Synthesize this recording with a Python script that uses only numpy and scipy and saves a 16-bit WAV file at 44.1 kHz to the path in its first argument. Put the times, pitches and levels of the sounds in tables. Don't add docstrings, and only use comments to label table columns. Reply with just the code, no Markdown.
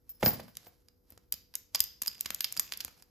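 import sys
import numpy as np
from scipy import signal
from scipy.fft import rfft, irfft, next_fast_len
from scipy.io import wavfile
from scipy.ndimage import uniform_filter1d, map_coordinates

SR = 44100
rng = np.random.default_rng(int(sys.argv[2]) if len(sys.argv) > 2 else 0)


def unload_wav(signal):
    wavfile.write(
        sys.argv[1],
        SR,
        np.round(np.clip(np.atleast_2d(signal).T, -1, 1) * 32767).astype(np.int16),
    )


N = 136710
T = np.arange(SR // 5) / SR
LEAD_IN_S = .003
RING_DRIVE_S = 0.0074
ROOM_DELAY_S = .004


def amp(db):
    return 10 ** (np.asarray(db) / 20)


def unit(x):
    return x / np.sqrt(np.mean(x ** 2) + 1e-20)


def one_joule(x):
    return x / np.sqrt(np.sum(x ** 2) + 1e-20)


def along(points, hz):
    f, v = np.transpose(points)
    return np.interp(np.log(hz + 1), np.log(f + 1), v)


def fade(t, t60):
    return np.exp(-np.minimum(np.log(1000) * t / np.maximum(t60, 1e-4), 60))


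def add(track, s, sound):
    part = track[..., max(round(s * SR), 0):][..., :sound.shape[-1]]
    part += sound[..., :part.shape[-1]]


def filtered(x, response):
    n = x.shape[-1]
    m = next_fast_len(n + SR // 8)
    return irfft(rfft(x, m) * response(np.fft.rfftfreq(m, 1 / SR)), m)[..., :n]


def coloured(x, points, size=4096):
    gain = amp(along(points, np.fft.rfftfreq(size, 1 / SR)))
    cepstrum = irfft(np.log(gain))
    cepstrum[1:size // 2] *= 2
    cepstrum[size // 2 + 1:] = 0
    impulse = irfft(np.exp(rfft(cepstrum)))
    return signal.fftconvolve(x, impulse)[:len(x)]


def evened(x, width_hz, size=2048):
    z = rfft(np.pad(x, (round(LEAD_IN_S * SR), 0))[:size])
    bins = max(int(width_hz * size / SR), 1)
    power = abs(uniform_filter1d(abs(z) ** 2, bins))
    return one_joule(irfft(z / np.sqrt(power + 1e-9 * power.max()), size))


def burst(t60):
    return one_joule(rng.standard_normal(len(T)) * fade(T, t60))


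def ring(modes, drive_s, detune, scatter_db=3.0):
    out = np.zeros(len(T))
    for hz, db, t60 in modes:
        mode_hz = hz * (1 + detune * rng.normal())
        pole = fade(1 / SR, t60) * np.exp(2j * np.pi * mode_hz / SR)
        swing = signal.lfilter([1], [1, -pole], burst(drive_s)).real
        out += amp(db + scatter_db * rng.normal()) * one_joule(swing)
    return out


def contacts():
    # start in seconds, contact levels in dB at four frequencies from low to high,
    # body ring in dB, shackle ring in dB, chatter t60 in seconds
    hits = [(0.094, -45.5, -40, -25.5, -25.5, -34, -40.5, 0.009),
            (0.23, 4.5, -5, -15.5, -12, -17, -24.5, 0.0064), (0.2607, 5, 5, -20, 0.5, 17, -11.5, 0.01),
            (0.2787, -6, -13, -22.5, -10.5, 7.5, -21, 0.016), (0.331, -12.5, -26, -24, -7, -20, -48, 0.029),
            (0.4, -20.5, -15, -21.5, -19.5, -17, -34, 0.034), (0.482, -16, -28.5, -44, -34, -27, -51, 0.03),
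            (0.5535, -42, -24, -25, -31, -36, -41, 0.0094), (0.57, -20.5, -12, -8, -9, -24.5, -28, 0.0069),
            (0.8852, -32, -32, -29, -34, -19, -57.5, 0.014),
            (1.1043, -32, -41, -36.5, -17, -47.5, -18, 0.004),
            (1.1225, -35.5, -36.5, -31.5, -25, -42.5, -45, 0.0011),
            (1.177, -28.5, -29.5, -23.5, -31, -34.5, -47, 0.0094),
            (1.324, -18, -6, -0.5, 6.5, -5.5, -4, 0.01), (1.331, -41, -33, -7, -19.5, -5, -28.5, 0.014),
            (1.3404, -35, -16.5, -15, -9, 0, -13, 0.0077), (1.5398, -17, -16, -27.5, -23.5, -10, -30, 0.12),
            (1.554, -27, -12, 4, -2.5, -22, 9, 0.0079), (1.7478, -13.5, -6, 6.5, -11.5, 12, 0, 0.021),
            (1.751, -4, -2, -2.5, -4.5, 5, -19.5, 0.011), (1.7568, -10, -12, -6.5, 2.5, 13.5, 2.5, 0.012),
            (1.7938, -29, -14, -11, -13.5, -21, -11.5, 0.0095), (1.8043, -8, 5.5, 9, 10, 17, 22, 0.0055),
            (1.84, -25, -18, -7, -4.5, -1, 1.5, 0.0036), (2.0187, -7.5, -9, -1.5, -4, 5, 8.5, 0.016),
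            (2.0226, -31, -11.5, -4.5, -0.5, -11, 4, 0.0034),
            (2.0341, -13, -27, -10.5, -15, -9, -3, 0.0071),
            (2.061, -14.5, -8.5, -8.5, -12, -9, -15.5, 0.012), (2.073, -43.5, -26, -25, 3.5, 6, 4, 0.0037),
            (2.0789, -11, -16, 0, -3.5, 16.5, 8.5, 0.015), (2.2089, -26.5, -9, -1.5, 5, -13, -7, 0.0054),
            (2.259, -7, 0, -2.5, -11, 4.5, 6, 0.018), (2.3049, -1.5, -1.5, -3, -6, 2, 10.5, 0.007),
            (2.3464, -40.5, -12.5, -1.5, 0, -13.5, 4.5, 0.008), (2.4066, -8, 2, -2, -4.5, 5.5, 17, 0.01),
            (2.444, -9, 4.5, -2.5, 2, 15.5, -16, 0.026),
            (2.5243, -20, -20.5, -1.5, -5.5, -15.5, 4.5, 0.0045),
            (2.567, -7, -8, -8.5, -16.5, -10, 5, 0.036), (2.574, -22, -19, -2.5, -13.5, 9.5, 6.5, 0.022),
            (2.596, -3.5, -1, 10, -1, 3.5, 21.5, 0.014), (2.7222, -5.5, 1.5, -5.5, -15, 2, 4, 0.0064),
            (2.726, -31, -37, -18.5, -12, -21, -20, 0.036), (2.7364, -27.5, -3, -17, -13.5, 2, -24, 0.0151),
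            (2.7738, -41, -40.5, -11, -8.5, -3, -20, 0.009),
            (2.8048, -19, -7.5, -14.5, -6, 7.5, -3, 0.0293), (2.8082, -19.5, -5.5, -9, -16, -29, -4, 0.024),
            (2.8484, -13.5, -14, -3.5, -2.5, -18.5, -11, 0.0056),
            (2.881, -12.5, -20.5, -28, -21.5, -34, -36, 0.0175),
            (3.024, -25.5, -28, -22, -28, -14, -11, 0.00463)]
    level_hz = [1100, 3200, 8000, 13000]
    edges_hz = (200, 15300)
    # frequency in Hz, energy in dB, t60 in seconds
    body_modes = [(3085, -39, .03), (4550, -30, .012), (4780, -23, .014), (4920, -19, .016),
                  (4845, -39, .1), (5015, -35, .07), (5230, -27, .025), (5265, -39, .13)]
    # frequency in Hz, energy in dB, t60 in seconds
    shackle_modes = [(8650, -28, .012), (13110, -22, .012), (13175, -31, .22), (13260, -35, .12)]
    bass_db, top_edge_db = -14, 2
    snap_t60_s, snap_db = .002, 2
    rise_s = .00018
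    bass_hz, edge_hz = edges_hz
    for s, low, mid, treble, top, body_db, shackle_db, chatter_s in hits:
        levels = zip(level_hz, (low, mid, treble, top))
        colour = [(bass_hz, low + bass_db), *levels, (edge_hz, top + top_edge_db)]
        snap = amp(snap_db) * burst(snap_t60_s)
        blow = (snap + burst(chatter_s)) * (1 - np.exp(-T / rise_s))
        body = ring(body_modes, RING_DRIVE_S, detune=.006, scatter_db=2)
        shackle = ring(shackle_modes, RING_DRIVE_S, detune=.0015)
        sound = np.zeros(len(T))
        add(sound, 0, coloured(evened(blow, width_hz=700), colour))
        add(sound, LEAD_IN_S, amp(body_db) * body + amp(shackle_db) * shackle)
        yield s - LEAD_IN_S, sound


def clanks():
    # start in seconds, level in dB, pitch ratio
    drops = [(1.7481, -15.5, 0.89), (1.754, -17, 1.06), (2.257, -21, 1.22), (2.5678, -28, 0.97)]
    # frequency in Hz at pitch ratio 1, energy in dB, t60 in seconds
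    clank_modes = [(945, 0, .016), (2643, -5, .03), (3731, -5, .02)]
    for s, db, ratio in drops:
        modes = [(ratio * hz, level, t60) for hz, level, t60 in clank_modes]
        yield s, amp(db) * ring(modes, RING_DRIVE_S, detune=.005, scatter_db=0.5)


def pings():
    # start in seconds, high ring in dB, lower ring in dB
    touches = [(.093, -15, -36), (.147, -30, -37), (.197, -24, -36), (.241, -6, -42), (.248, 2, -42),
               (.261, 3, -42), (.274, 3, -38), (.287, 0, -42), (.334, -14, -42), (.48, -30, -50),
               (.668, -22, -52)]
    # frequency in Hz, energy in dB, t60 in seconds
    high_modes = [(14365, 0, .045), (14660, -7, .025), (15060, -13, .06), (14400, -19, .2)]
    # frequency in Hz, energy in dB, t60 in seconds
    low_modes = [(5265, -2, .14), (5150, -4, .05), (10140, -6, .15)]
    drive_s = 0.087
    for s, high_db, low_db in touches:
        high = ring(high_modes, drive_s, detune=0.0003)
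        low = ring(low_modes, drive_s, detune=0.0025)
        yield s, amp(high_db) * high + amp(low_db) * low


def thuds():
    # start in seconds, boom pitch in Hz, boom level in dB, hollow level in dB, knock level in dB
    blows = [(.2285, 103.7, -11.5, -7, 5), (0.2332, 103.9, 2.5, 3.5, -13.5), (.2608, 99, -16.5, -7, 0.5),
             (0.268, 96, -2, 2.5, -11), (.281, 102, -19, -10.5, -7), (.293, 100, -21, -13, -13.5),
             (.332, 101, -19, -20.5, -21), (.396, 98, -29.5, -24, -13), (.668, 69, -48, -33.5, -26),
             (1.122, 84.5, -26.5, -33, -41.5), (1.176, 73.5, -27, -28.5, -55),
             (1.334, 66.7, -15.5, -26, -43.5), (1.748, 110, -27, -26, -26), (1.805, 68, -17, -39, -38),
             (2.02, 70, -27.5, -24, -52), (2.08, 112, -26, -32, -59), (2.26, 66.2, -17, -33.5, -36),
             (2.305, 90.4, -20, -24, -37), (2.58, 69.8, -23.5, -30, -52), (2.85, 65.7, -25, -37.5, -37)]
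    # ratio to the boom pitch, energy in dB, t60 in seconds
    boom_modes = [(.72, -8, .1), (1, -2, .1)]
    # frequency in Hz, energy in dB, t60 in seconds
    hollow_modes = [(133, -14, .18), (165, -6, .03), (191, -6, .17), (215, -1, .04)]
    # frequency in Hz, relative gain in dB
    knock_colour = [(50, -26.5), (120, -16), (300, -6), (500, 5.5), (720, 5), (1100, -6), (1400, -12),
                    (2000, -7.5), (5000, -29), (12000, -44)]
    drive_s, knock_t60_s = 0.021, 0.019
    for s, boom_hz, boom_db, hollow_db, knock_db in blows:
        modes = [(boom_hz * ratio, db, t60) for ratio, db, t60 in boom_modes]
        boom = ring(modes, drive_s, detune=0.0039)
        hollow = ring(hollow_modes, drive_s, detune=0.013, scatter_db=0.5)
        knock = one_joule(coloured(evened(burst(knock_t60_s), width_hz=250), knock_colour))
        sound = np.zeros(len(T))
        add(sound, 0, amp(knock_db) * knock)
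        add(sound, LEAD_IN_S, amp(boom_db) * boom + amp(hollow_db) * hollow)
        yield s - LEAD_IN_S, sound


def jostling():
    dangle_s = (2.02, 2.9)
    # frequency in Hz, gain in dB
    scrape_colour = [(200, -28), (1200, -7.5), (2500, 7.5), (5000, 2), (7000, 6), (13000, -3.5)]
    rate, t60_s = 70, 0.0044
    level_db, spread_db = -30, 2
    track = np.zeros(N)
    start, end = dangle_s
    for s in np.arange(start, end, 1 / rate):
        jitter_s = rng.uniform(-1.1, 1) / rate
        gain = amp(level_db + spread_db * rng.normal())
        add(track, s + jitter_s, gain * burst(t60_s))
    return coloured(track, scrape_colour)


def rubbing():
    # time in seconds, level in dB
    strokes = [(0, -84.5), (.1, -70.5), (.19, -70), (.222, -45.5), (.235, -37.5), (.28, -36.5), (.315, -45),
               (.37, -48), (.45, -59), (.54, -65.5), (.65, -58.5), (.672, -55), (.7, -65), (1.03, -85.5),
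               (1.11, -59), (1.19, -74.5), (1.28, -80), (1.72, -75), (1.745, -55.5), (1.77, -58.5),
               (1.98, -72), (2.2, -59), (2.7, -58.5), (2.8, -54), (2.95, -66), (3.0, -57.5), (3.05, -72.5),
               (3.1, -73.5)]
    # frequency in Hz, relative gain in dB
    friction_colour = [(40, -8), (110, 6), (600, -5.5), (1500, -9.5), (3500, -11.5), (5000, -5.5),
                       (6500, -13), (9000, -9), (12000, -9.5), (14500, -15), (16000, -8.5)]
    grain_db, grain_rate = 3.5, 250
    t = np.arange(N) / SR
    grain = map_coordinates(rng.standard_normal(N // 8), [t * grain_rate], order=1)
    grainy = rng.standard_normal(N) * amp(grain_db * grain)
    noise = filtered(grainy, lambda hz: amp(along(friction_colour, hz)))
    return unit(noise) * amp(np.interp(t, *np.transpose(strokes)))


def ports(x):
    # frequency in Hz, left minus right in dB
    balance = [(150, -2.2), (550, 3), (1200, -6), (3000, -4.5), (4900, -12.5), (6500, 1), (14000, 0)]
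    # frequency in Hz, phase by which left leads in radians
    lead = [(250, 0), (1500, -.5), (5000, -.7), (6500, 0), (8800, 3), (10500, 4.4), (12300, 6.2),
            (15200, 9.2)]

    def response(hz):
        half = amp(along(balance, hz) / 2) * np.exp(.5j * along(lead, hz))
        pair = np.array([half, 1 / half])
        return pair / np.sqrt(np.mean(abs(pair) ** 2, axis=0))
    return filtered(x, response)


def diffuse(pair, colour):
    # frequency in Hz, left-right likeness from 0 to 1
    likeness = [(60, 0.73), (150, 0.87), (380, 0.09), (950, 0.038), (6000, 0.48)]

    def mid_side(hz):
        turn = np.arccos(np.clip(along(likeness, hz), -1, 1)) / 2
        return amp(along(colour, hz)) * [np.cos(turn), np.sin(turn)]
    mid, side = filtered(pair, mid_side)
    return np.array([mid + side, mid - side])


def room(x, size=256):
    # frequency in Hz, t60 in seconds
    decay = [(100, 0.66), (500, .36), (1500, 0.36), (5000, 0.44), (9000, 0.26), (14000, 0.34)]
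    # frequency in Hz, tail level in dB
    tail_level = [(100, -6.5), (500, -7.5), (1500, -5.5), (4500, -11), (7000, -13), (9500, -37),
                  (12000, -12), (15000, -30.5)]
    hz, t, z = signal.stft(rng.standard_normal((2, SR // 2)), SR, nperseg=size)
    t60 = np.maximum(along(decay, hz), .02)[:, None]
    even_energy = np.sqrt(2 * np.log(1000) / (t60 * SR))
    tail = signal.istft(z * fade(t, t60) * even_energy, SR, nperseg=size)[1]
    return signal.fftconvolve(x[None], diffuse(tail, tail_level), axes=1)


def room_tone():
    # frequency in Hz, relative gain in dB
    floor_colour = [(15, -39), (25, 8.5), (64, 12), (170, -1.5), (301, 0), (503, -7.5), (624, -14.5),
                    (1610, -25), (2550, -38), (5430, -27.5), (9320, -41.5), (12500, -19), (16000, -37.5)]
    floor_db, hum_hz, hum_db = -63, 489, -77.5
    hum = np.sin(2 * np.pi * hum_hz * np.arange(N) / SR)
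    noise = diffuse(rng.standard_normal((2, N)), floor_colour)
    return amp(floor_db) * unit(noise) + amp(hum_db) * unit(hum)


def scene():
    direct, wet = np.zeros(N), np.zeros((2, N))
    for s, sound in [*contacts(), *clanks(), *pings(), *thuds()]:
        add(direct, s, sound)
        add(wet, s + ROOM_DELAY_S, room(sound))
    handling = rubbing() + jostling()
    add(wet, ROOM_DELAY_S, room(handling))
    return ports(direct + handling) + wet + room_tone()


def record(dry):
    # frequency in Hz, gain in dB
    mic = [(20, -21.5), (40, -6), (60, -7), (14800, -2), (15700, -19), (16500, -19.5)]
    cut_hz = 16900
    return filtered(dry, lambda hz: amp(along(mic, hz)) * (hz < cut_hz))


dry = scene()
out = record(dry)
unload_wav(out)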